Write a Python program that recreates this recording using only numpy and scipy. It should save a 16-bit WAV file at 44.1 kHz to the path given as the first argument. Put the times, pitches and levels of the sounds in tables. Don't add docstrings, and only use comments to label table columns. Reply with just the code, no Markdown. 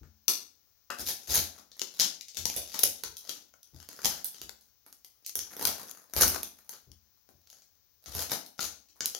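import sys
import numpy as np
from scipy import signal
from scipy.fft import rfft, irfft, next_fast_len
from scipy.io import wavfile

SR = 44100
rng = np.random.default_rng(int(sys.argv[2]) if len(sys.argv) > 2 else 0)


def pcm_store(signal):
    levels = np.round(np.clip(np.atleast_2d(signal), -1, 1) * 32767)
    wavfile.write(sys.argv[1], SR, levels.astype(np.int16).T)


N = 405279
HZ = np.fft.rfftfreq(1024, 1 / SR)


def amp(db):
    return 10 ** (np.asarray(db) / 20)


def unit(x):
    return x / np.sqrt(np.mean(np.sum(x ** 2, axis=-1)) + 1e-20)


def read(points, hz):
    f, value = np.transpose(points)
    return np.interp(np.log(hz + 1), np.log(f + 1), value)


def add(mix, s, sound):
    part = mix[..., max(round(s * SR), 0):][..., :sound.shape[-1]]
    part += sound[..., :part.shape[-1]]


def colour(x, gain):
    size = next_fast_len(x.shape[-1] + 4096)
    spectrum = rfft(x, size) * gain(np.fft.rfftfreq(size, 1 / SR))
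    return irfft(spectrum, size)[..., :x.shape[-1]]


def pan(db):
    return np.array([amp(db), np.ones_like(db)]) / np.sqrt((1 + amp(db) ** 2) / 2)


def snaps(spots, run_s=.0014, after=0.27, scatter_db=9.5):
    # start in seconds, ring energy in dB, knock in dB above the ring,
    # tick in dB above the ring, knock frequency in Hz, extra dB straight at the microphone.
    breaks = [(0.033, -36, 5, -15, 239, -1.5), (0.2817, 8.5, -16, -0.5, 845, -0.5),
              (0.904, -10, -12, -5.5, 403, 0), (0.994, -15.5, 1, -2, 317, -2.5),
              (1.086, -4.5, -8, 0, 1515, -5.5), (1.346, -7.5, -0.5, 15, 1350, -0.5),
              (1.391, -8.5, -14, 0, 793, 7), (1.717, -21, -18, -16, 790, 1.5),
              (1.795, -9.5, -25.5, -9.5, 343, 6), (1.817, -3.5, -13.5, -10.5, 343.7, 4.5),
              (1.9983, 7.5, -18.5, -7, 803, 1), (2.005, 10.5, -34.5, -17, 800, 0.5),
              (2.2106, -13, -34, -10.5, 800, 2.5), (2.284, -14, -29, -14, 800, 2.5),
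              (2.3706, -4.5, -15, -5, 787, -1.5), (2.455, 2.5, -14.5, -4.5, 801, 2),
              (2.500, -6, -14, -5.5, 793, 5), (2.564, -2.5, -7, 3, 520, -2.5), (2.744, -8, -3, -4, 720, -1),
              (2.7916, -6, -15, 6, 400, 3.5), (2.834, 4, -12, 2.5, 493, 1.5),
              (2.837, -0.5, -12, 7, 552, 12), (3.0366, -4.5, -8.5, -4.5, 440, 3),
              (3.169, -13, -36, 0.5, 800, -2), (3.294, -4.5, -15.5, -4, 1190, 0),
              (3.539, -34.5, 1, -7, 545, 3), (3.631, -25.5, -28, -3, 800, 2.5),
              (3.889, -16.5, -8, -5.5, 329.5, 6), (3.991, -27.5, 6.5, -7, 1400, 7),
              (4.047, 7, -14, -11.5, 480, 4), (4.056, 1, -7.5, 2.5, 487, 3.5),
              (4.245, -11.5, -36, 11, 950, 1), (4.416, -11.5, -11.5, -3.5, 394, 1.5),
              (4.494, -19.5, -6.5, -2.5, 404, 6.5), (4.611, -31, -28, -1.5, 800, 0),
              (4.864, -31, 2, 7, 1190, -0.5), (4.927, -28, -12, 2, 1100, 5),
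              (5.047, -24.5, -15.5, 2, 1990, 2.5), (5.248, -18.5, -27.5, -18, 794, -2.5),
              (5.2635, -9.5, -28, 0, 796, 1.5), (5.2944, -21, -18.5, 2, 1260, 8),
              (5.355, -5.5, -14, 6, 529.6, 1.5), (5.3915, -2, -20.5, -11.5, 339, 4.5),
              (5.626, -7, -4, 2, 840, 2), (5.653, -0.5, -13.5, 4, 1416, 6),
              (5.6725, 2, -11, -2.5, 797.5, 4), (5.9124, -29.5, -14.5, 7.5, 700, 11.5),
              (6.1365, -14, -1.5, 6, 1376, 1.5), (6.165, -1, -3, 5, 797, -2.5),
              (6.2113, 7.5, -7.5, 6.5, 855, -2), (6.221, 6.5, -9.5, -12, 850, 4),
              (6.2336, -3.5, 0.5, -3, 905, 9.5), (6.28, -3, -16.5, 7, 702, 1),
              (6.3604, -21.5, 4, -4.5, 770, 11.5), (6.432, -9.5, -12, 2.5, 760, 5.5),
              (6.6933, -15.5, -12, 4, 860, 1), (6.917, -29.5, -19, -5, 803, 5.5),
              (7.290, -36.5, 4, 2.5, 797, 0.5), (7.473, -32.5, -13, -7, 1400, 4.5),
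              (7.5015, -23.5, -24, -4, 800, 2), (7.621, -28.5, -16, -11, 798, -1),
              (8.060, -14, -9.5, -9, 697, -4), (8.1506, -9, -4.5, 3, 810, 0),
              (8.297, -9.5, -8.5, -18, 776, 4), (8.463, -23, -13, 2, 800, 1.5),
              (8.5925, -15, 3, -14, 1450, 6.5), (8.887, -27.5, -14, -10, 330, -4),
              (9.007, 0, -11.5, -19, 1480, 5), (9.058, -2.5, -24.5, 0.5, 830, 6),
              (9.149, -7.5, -12, -5.5, 440, 2)]
    near, around = np.zeros((2, N)), np.zeros((spots, 2, N))
    for k, (s, db, knock_db, tick_db, knock_hz, facing_db) in enumerate(breaks):
        jumps = np.zeros(512)
        at = np.minimum(rng.exponential(run_s, size=7) * SR, len(jumps) - 1).astype(int)
        jumps[at] = after * rng.choice([-1, 1], len(at))
        jumps[0] = 1
        parts = signal.fftconvolve(fracture(knock_hz, ripple_db=1.5), jumps[None, None], axes=2)
        levels_db = db + knock_db, db, db + tick_db
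        sound = sum(amp(level) * unit(part) for level, part in zip(levels_db, parts))
        side = pan(scatter_db * rng.standard_normal(1))
        add(near, s, amp(facing_db) * sound * side)
        add(around[k % spots], s, sound)
    return near, around


def fracture(knock_hz, ripple_db, knock_peak_db=5.5, ring_peak_db=-3.0, tick_peak_db=2.5):
    # frequency in Hz, relative level in dB.
    knock_spectrum = [(45, -21), (120, -4), (260, -2.5), (500, 0.5), (830, -1.5), (1050, -5), (1500, -1.5),
                      (2200, -8), (3500, -41.5)]
    ring_spectrum = [(1200, -43), (2300, -15.5), (3200, -8), (4200, -4), (6400, 3), (7300, -7),
                     (8400, -14.5), (12000, -45)]
    tick_spectrum = [(6500, -33.5), (8500, -9), (10000, -2.5), (11600, -0.5), (13500, -2), (15500, -6.5),
                     (16500, -17.5)]
    ring_hz, tick_hz = rng.uniform(5800, 9600), rng.uniform(10500, 14000)
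    knock = shard(knock_spectrum, knock_hz, knock_peak_db, ripple_db)
    ring = shard(ring_spectrum, ring_hz, ring_peak_db, ripple_db)
    tick = shard(tick_spectrum, tick_hz, tick_peak_db, ripple_db)
    return np.array([knock, ring, tick])


def shard(spectrum, hz, peak_db, ripple_db, width=0.2, apart_db=2.0):
    chance = signal.fftconvolve(rng.standard_normal((3, len(HZ))), unit(np.hanning(15))[None], "same")
    main = np.exp(-.5 * (np.log((HZ + 1) / hz) / width) ** 2)
    shared_db = read(spectrum, HZ) + peak_db * main + ripple_db * chance[0]
    db = shared_db + apart_db * chance[1:]
    log_gain = irfft(np.log(amp(db)))
    log_gain[:, 1:512] *= 2
    log_gain[:, 513:] = 0
    return unit(irfft(np.exp(rfft(log_gain))))


def crunch(spots, per_s=190, crowding=.6, spread_db=6.0, level_db=0.0, ripple_db=5.0):
    db, knock_db, tick_db = grinding()
    rate = np.minimum(per_s * amp(crowding * (db + 50)), 3000)
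    pieces = [fracture(250 * 7 ** rng.random(), ripple_db) for _ in range(48)]
    sizes = amp(spread_db * np.clip(rng.standard_normal(N), -2, 2))
    sizes *= amp(level_db) * np.sqrt(SR / rate / np.mean(sizes ** 2))
    sizes *= rng.choice([-1, 1], N)
    which = rng.integers(0, len(pieces), N)
    side_db = 3 * rng.standard_normal(N)
    out = np.zeros((spots, 2, N))
    for i in np.flatnonzero(rng.random(N) < rate / SR):
        knock, ring, tick = pieces[which[i]]
        grain = amp(knock_db[i]) * knock + amp(db[i]) * ring + amp(tick_db[i]) * tick
        add(out[which[i] % spots], i / SR, sizes[i] * grain * pan(side_db[i:i + 1]))
    return out


def grinding(range_db=31, rest_db=-92, jerk_s=.018, jerk_db=3.5):
    # time of greatest force in seconds, ring level in dB,
    # build time in seconds, release time in seconds, knock in dB above the ring, tick in dB above the ring.
    efforts = [(1.00, -45, 0.057, 0.21, -10.5, 0), (1.088, -31, 0.076, 0.043, -17.5, 1),
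               (1.36, -18.5, 0.11, 0.072, -12, -1.5), (1.54, -50, .03, .11, -2.5, -4),
               (1.82, -42.5, 0.062, .07, -7, -0.5), (2.018, -34, 0.14, .08, -11, -4),
               (2.375, -36, 0.054, 0.15, -17.5, -7), (2.58, -47, 0.3, 0.15, -12, -0.5),
               (2.74, -45.5, 0.35, 0.65, -16, -5), (3.31, -43.5, 0.21, 0.17, -8.5, -4.5),
               (3.82, -55, 0.14, .6, -7.5, -4), (4.06, -45, 0.4, 0.46, -6, -2),
               (4.328, -49.5, 0.21, 0.27, -15.5, -10), (5.632, -45.5, 0.3, 0.67, 0.5, 3),
               (5.89, -48.5, 0.12, .08, -17, -1.5), (6.222, -22.5, 0.077, 0.053, -4, 1),
               (6.351, -34.5, 0.1, 0.055, -0.5, 0.5), (6.62, -55, 0.08, 0.076, -1, 5),
               (6.73, -49, 0.043, 0.093, -5, -5), (7.53, -59.5, .14, 0.25, -11.5, -6),
               (8.08, -45, 0.075, 0.29, -6, -0.5), (8.198, -31.5, 0.12, 0.093, -7.5, 0),
               (8.32, -31.5, .045, 0.065, -4, 1), (8.603, -29, 0.041, .11, -12, -4),
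               (9.03, -50.5, 0.066, 0.29, 3, 4)]
    t = np.arange(0, N, 64) / SR
    power = amp(rest_db) ** 2
    for s, db, build_s, release_s, knock_db, tick_db in efforts:
        away = np.maximum((s - t) / build_s, (t - s) / release_s)
        parts_db = np.array([[0], [knock_db], [tick_db]])
        power = power + amp(db - range_db * away + parts_db) ** 2
    jerks = jerk_db * np.interp(t, jerk_s * np.arange(len(t)), rng.standard_normal(len(t)))
    return [np.interp(np.arange(N) / SR, t, 10 * np.log10(part) + jerks) for part in power]


def clack(s=.9015, energy_db=-3.5, chatter_s=0.012, chatter=0.19):
    # frequency in Hz, width in Hz (wider dies sooner), relative level in dB.
    tones = [(1300, 57, -0.5), (1560, 180, 12), (1800, 140, -13.5), (2620, 160, 2.5)]
    out, t = np.zeros((2, N)), np.arange(3000) / SR
    body = np.zeros(len(t))
    for hz, width, db in tones:
        body += amp(db) * np.sqrt(width) * np.exp(-np.pi * width * t) * np.sin(2 * np.pi * hz * t)
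    blows = chatter * rng.standard_normal(len(t)) * np.exp(-t / chatter_s)
    blows[0] = 1
    add(out, s, amp(energy_db) * unit(signal.fftconvolve(blows, body)))
    return out


def treads(level_db=4.0, push_s=0.096):
    # start in seconds, peak level in dB before level_db is added.
    landings = [(0.009, -46), (0.986, -47.5), (1.279, -39), (1.349, -41), (2.381, -44.5), (2.549, -50),
                (2.822, -51.5), (3.045, -54), (3.727, -46.5), (4.041, -46), (4.406, -55), (5.36, -54),
                (5.631, -45), (6.158, -35), (6.221, -36), (6.868, -54), (7.328, -61), (8.065, -47.5),
                (8.138, -39.5), (8.621, -51.5), (9.009, -56)]
    # frequency in Hz, width in Hz (wider dies sooner), relative level in dB.
    modes = [(54, 14, -18.5), (67, 4.5, 3), (84.4, 7, 5), (134, 45, -7.5), (214.8, 2.7, -6),
             (288.3, 110, -17.5)]
    out, t = np.zeros(N), np.arange(SR // 2) / SR
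    boom = np.zeros(len(t))
    for hz, width, db in modes:
        boom += amp(db) * width * np.exp(-np.pi * width * t) * np.sin(2 * np.pi * hz * t)
    for s, db in landings:
        push = rng.standard_normal(len(t)) * np.sin(np.pi * np.sqrt(np.minimum(t / push_s, 1)))
        thud = signal.fftconvolve(push, boom)
        add(out, s, amp(db + level_db) * thud / abs(thud).max())
    return out


def room(x, build_s=0.0021, early=1.8):
    # frequency in Hz, time to fall by 60 dB in seconds.
    fall_times = [(140, 0.12), (215, 0.64), (340, 0.36), (620, 0.42), (800, 0.4), (1050, 0.34),
                  (5500, 0.36), (11000, 0.29), (16000, 0.26)]
    # frequency in Hz, echo level in dB.
    echo_levels = [(130, -3.5), (230, -1.5), (450, -6), (800, -2.5), (1500, -4), (5000, -4.5), (12000, -3)]
    # frequency in Hz, left-right likeness (1 = the same).
    likeness = [(200, 1), (600, 0), (1200, 0.073), (2500, 0.45), (5000, 0)]
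    size = 30000
    taps = rng.standard_normal((2, size)) * (rng.random((2, size)) < .25)
    taps[:, rng.integers(150, 1900, size=8)] += early * rng.choice([-1, 1], size=8)
    taps *= 1 - np.exp(-np.arange(size) / SR / build_s)
    hz, t, (left, other) = signal.stft(taps, SR, nperseg=512)
    same = np.clip(read(likeness, hz), -1, 1)[:, None]
    right = same * left + np.sqrt(1 - same ** 2) * other
    decay = amp(-60 * t / read(fall_times, hz)[:, None])
    tail = unit(signal.istft(np.array([left, right]) * decay, SR, nperseg=512)[1])
    echoes = colour(tail, lambda f: amp(read(echo_levels, f)))
    return signal.oaconvolve(x, echoes, axes=1)[:, :N]


def hiss(level_db=-67):
    # frequency in Hz, relative level in dB per Hz.
    noise_spectrum = [(20, -33.5), (45, -9), (80, -2.5), (150, -16.5), (450, -20), (3000, -23.5),
                      (4900, -15.5), (6300, -12), (7900, -36), (9500, -34.5), (12600, -27.5), (14800, -10),
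                      (15700, -7.5), (16300, -16.5)]
    # frequency in Hz, left minus right in dB.
    balance = [(60, 3.2), (400, 1), (2400, 5), (4400, 14), (15000, 15)]
    noise = rng.standard_normal((2, N))
    noise = colour(noise, lambda f: amp(read(noise_spectrum, f)) * pan(read(balance, f)))
    return amp(level_db) * np.sqrt(N) * unit(noise)


def scene(direct_db=-5.5, shaded_db=-4.5):
    spots = 4
    near, around = snaps(spots)
    under = crunch(spots)
    under[0] += clack()
    direct = amp(direct_db) * near + amp(shaded_db) * under.sum(0)
    echoes = sum(room(x) for x in around + under)
    return direct + echoes + treads()


def record(dry, low_cut_hz=55, ceiling=0.84, edge_hz=16050):
    # frequency in Hz, left minus right in dB.
    port_balance = [(60, 8), (400, 8), (2400, 9), (4400, 10.5), (6500, 12.5), (8500, 1), (11000, -1),
                    (13000, -3.5), (15500, 0)]
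    # frequency in Hz, radians by which left leads.
    port_lead = [(4400, 0.5), (6700, -0.14), (8500, -3.5), (11500, -6), (15500, -4.5)]

    def ports(f):
        bass = (f / low_cut_hz) ** 4 / np.sqrt(1 + (f / low_cut_hz) ** 8)
        turn = np.exp(.5j * np.outer([1, -1], read(port_lead, f)))
        return bass * pan(read(port_balance, f)) * turn

    heard = colour(dry, ports) + hiss()
    heard = ceiling * np.tanh(heard / ceiling)
    treble_limit = signal.firwin(401, edge_hz, window=("kaiser", 8), fs=SR)
    return signal.oaconvolve(heard, treble_limit[None], "same")


dry = scene()
out = record(dry)
pcm_store(out)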